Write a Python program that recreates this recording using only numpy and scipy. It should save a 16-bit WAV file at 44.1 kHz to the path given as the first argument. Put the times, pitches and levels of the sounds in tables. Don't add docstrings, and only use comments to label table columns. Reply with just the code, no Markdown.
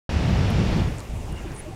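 import sys
import numpy as np
from scipy import signal
from scipy.io import wavfile
from scipy.ndimage import uniform_filter1d

SR = 44100
rng = np.random.default_rng(int(sys.argv[2]) if len(sys.argv) > 2 else 0)


def digitize_waveform(pressure):
    field = np.atleast_2d(pressure).T
    bounded = np.clip(field, -1, 1)
    quanta = np.round(bounded * 32767).astype(np.int16)
    wavfile.write(sys.argv[1], SR, quanta)


N = 77175
TIME = np.arange(N) / SR

# t/s, level/dB
WIND_PRESSURE = [(.09, -26.5), (.125, -25.5), (.165, -18.5), (.2, -23), (.32, -19), (.41, -19.5),
                 (.53, -22), (.59, -17), (.65, -22.5), (.755, -21.5), (.795, -19), (.87, -22.5),
                 (1.02, -38), (1.088, -43.5), (1.1, -27.5), (1.16, -27.5), (1.26, -33.5), (1.33, -27),
                 (1.38, -35.5), (1.5, -32.5), (1.58, -40), (1.75, -36.5)]
# f/Hz, relative level/dB per Hz
PUFF_SPECTRUM = [(22, 1), (38, -0.5), (58, 1.5), (105, -0.5), (165, -9.5), (250, -20), (400, -23)]
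# f/Hz, relative level/dB per Hz
GUST_SPECTRUM = [(22, -14), (38, -7.5), (58, 2.5), (100, 2.5), (135, -4.5), (175, -1.5), (250, -14),
                 (400, -23), (800, -42)]
# f/Hz, relative level/dB per Hz
RUSH_SPECTRUM = [(200, 2.5), (400, 1.5), (800, -3), (1100, -7.5), (1900, -10), (2800, -9), (3600, -15.5),
                 (5300, -17.5), (7500, -31), (10000, -56), (16000, -52)]
# t/s, peak level/dB, centre f/Hz, width/Hz, decay/s
NEAR_TICKS = [(0.502, -36, 10750, 7000, .004), (0.507, -42, 10500, 7000, .002),
              (.9838, -31, 7400, 1900, .0006), (0.9944, -33.5, 7700, 1890, .0006),
              (1.003, -32, 6000, 6000, 0.0019), (1.132, -49, 11500, 2500, .003),
              (1.323, -39.5, 9600, 2500, 0.0026), (1.519, -40, 5400, 1200, .001),
              (1.564, -37.5, 6200, 2500, .001)]
# t/s, f/Hz, level/dB
BIRD_CHIRP = [(1.538, 10600, -60), (1.553, 9700, -48), (1.566, 8630, -48), (1.575, 8160, -49),
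              (1.579, 9550, -46), (1.595, 10040, -43), (1.606, 9700, -42.5), (1.611, 9800, -56)]
# t/s, f/Hz, level/dB
FAR_WHISTLE = [(1.28, 2870, -58), (1.315, 2850, -50.5), (1.35, 2850, -56.5), (1.38, 2820, -45),
               (1.42, 2820, -69)]
# t/s, length/s, f/Hz, level/dB
HOLLOW_SWELLS = [(1.427, 0.068, 351, -42), (1.652, 0.066, 359, -43), (1.649, 0.049, 621.4, -40.5),
                 (1.689, 0.055, 772, -45)]
# f/Hz, relative level/dB per Hz
SURF_SPECTRUM = [(100, 1), (170, -2), (330, 2), (520, -4.5), (850, -4.5), (1200, -11.5), (2100, -12.5),
                 (2900, -15.5), (3800, -29.5), (6000, -31)]
# t/s, level/dB
SURF_LEVEL = [(.09, -41.5), (1.0, -39), (1.07, -42.5), (1.2, -40.5), (1.35, -40), (1.52, -39),
              (1.64, -42.5), (1.75, -43)]
# f/Hz, relative level/dB per Hz
HISS_SPECTRUM = [(2500, -2), (3800, 1), (5500, -0.5), (7800, 4), (9500, -12.5), (12500, -8.5), (16000, -15)]
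# t/s, level/dB
HISS_LEVEL = [(.09, -56), (1.1, -53), (1.4, -53.5), (1.6, -53.5), (1.7, -56)]


def buffeting(weak_db=-29.5, strong_db=-21.5, even_s=0.039):
    db, = in_time(WIND_PRESSURE)
    gust_share = np.clip((db - weak_db) / (strong_db - weak_db), 0, 1)
    puffs = banded_noise(PUFF_SPECTRUM, flicker_db=2.5, flicker_hz=17.4)
    gust = banded_noise(GUST_SPECTRUM, flicker_db=2.0, flicker_hz=26)
    eddies = np.sqrt(1 - gust_share) * puffs + np.sqrt(gust_share) * gust
    local_power = uniform_filter1d(eddies ** 2, int(even_s * SR) + 1)
    return from_db(db) * eddies / np.sqrt(local_power + 1e-6)


def rush(top_db=-30.5, top_s=0.78, rise_db_per_s=1, fall_db_per_s=77, flutter_db=0.36):
    before, after = np.maximum(top_s - TIME, 0), np.maximum(TIME - top_s, 0)
    db = top_db - rise_db_per_s * before - fall_db_per_s * after + flutter_db * drift(40)
    return from_db(db) * banded_noise(RUSH_SPECTRUM, flicker_db=0.2, flicker_hz=5)


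def ticks(attack_s=0.00037):
    out = np.zeros(N)
    for start, db, hz, width, decay in NEAR_TICKS:
        age = np.maximum(TIME - start, 0)
        tick = band_noise(hz, width) * (1 - np.exp(-age / attack_s)) * np.exp(-age / decay)
        out += from_db(db) * tick / np.abs(tick).max()
    return out


def bird():
    return whistled_note(BIRD_CHIRP, rough=0.93, width_hz=420)


def whistle():
    return whistled_note(FAR_WHISTLE, rough=0.75, width_hz=170)


def hollows():
    out = np.zeros(N)
    for start, length, hz, db in HOLLOW_SWELLS:
        arch = np.sin(np.pi * np.clip((TIME - start) / length, 0, 1))
        out += from_db(db) * arch * rough_tone(hz, rough=0.94, width_hz=39)
    return out


def surf():
    db, = in_time(SURF_LEVEL)
    return from_db(db) * banded_noise(SURF_SPECTRUM, flicker_db=2.5, flicker_hz=10.7)


def open_air():
    db, = in_time(HISS_LEVEL)
    return from_db(db) * banded_noise(HISS_SPECTRUM, flicker_db=1.4, flicker_hz=10)


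def whistled_note(curve, rough, width_hz):
    hz, db = in_time(curve)
    sounding = (TIME > curve[0][0]) & (TIME < curve[-1][0])
    return from_db(db) * sounding * rough_tone(hz, rough, width_hz)


def rough_tone(hz, rough, width_hz):
    phase = 2 * np.pi * np.cumsum(hz * np.ones(N)) / SR
    lowpass = signal.butter(3, width_hz, fs=SR, output="sos")
    a, b = rms_one(signal.sosfilt(lowpass, rng.standard_normal((2, N))))
    smear = a * np.sin(phase) + b * np.cos(phase)
    return np.sqrt(2 * (1 - rough ** 2)) * np.sin(phase) + rough * smear


def banded_noise(spectrum, flicker_db, flicker_hz):
    hz, db = np.transpose(spectrum)
    edges = 18 * 2 ** np.arange(0, 10.1, 1 / 3)
    white = rng.standard_normal((2, 2 * N))
    out = np.zeros(N)
    for k, (low, high) in enumerate(zip(edges, edges[1:])):
        centre = np.sqrt(low * high)
        flicker = flicker_db * drift(flicker_hz)
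        if hz[0] / 2 < centre < hz[-1] * 2:
            bandpass = signal.butter(2, [low, high], "band", fs=SR, output="sos")
            band_db = np.interp(np.log(centre), np.log(hz), db)
            out += from_db(band_db + flicker) * signal.sosfilt(bandpass, white[k % 2])[N:]
    return rms_one(out)


def band_noise(hz, width_hz):
    edges = np.clip([hz - width_hz / 2, hz + width_hz / 2], 10, .45 * SR)
    bandpass = signal.butter(2, edges, "band", fs=SR, output="sos")
    return rms_one(signal.sosfilt(bandpass, rng.standard_normal(N)))


def drift(rate_hz):
    pole = np.exp(-2 * np.pi * rate_hz / SR)
    return rms_one(signal.lfilter([1], [1, -2 * pole, pole * pole], rng.standard_normal(2 * N))[N:])


def in_time(rows):
    times, *columns = np.transpose(rows)
    return [np.interp(TIME, times, column) for column in columns]


def from_db(db):
    return 10 ** (np.asarray(db) / 20)


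def rms_one(x):
    return x / np.sqrt(np.mean(x ** 2) + 1e-20)


def scene():
    calls = bird() + whistle()
    return (buffeting() + rush() + surf() + open_air() + hollows() + ticks() + calls)[None]


def record(dry, start_s=0.092, cutoff_hz=15750):
    lowpass = signal.ellip(10, .1, 80, cutoff_hz, fs=SR, output="sos")
    opening = np.clip((TIME - start_s) / .0005, 0, 1)
    return signal.sosfilt(lowpass, dry * opening)


dry = scene()
out = record(dry)
digitize_waveform(out)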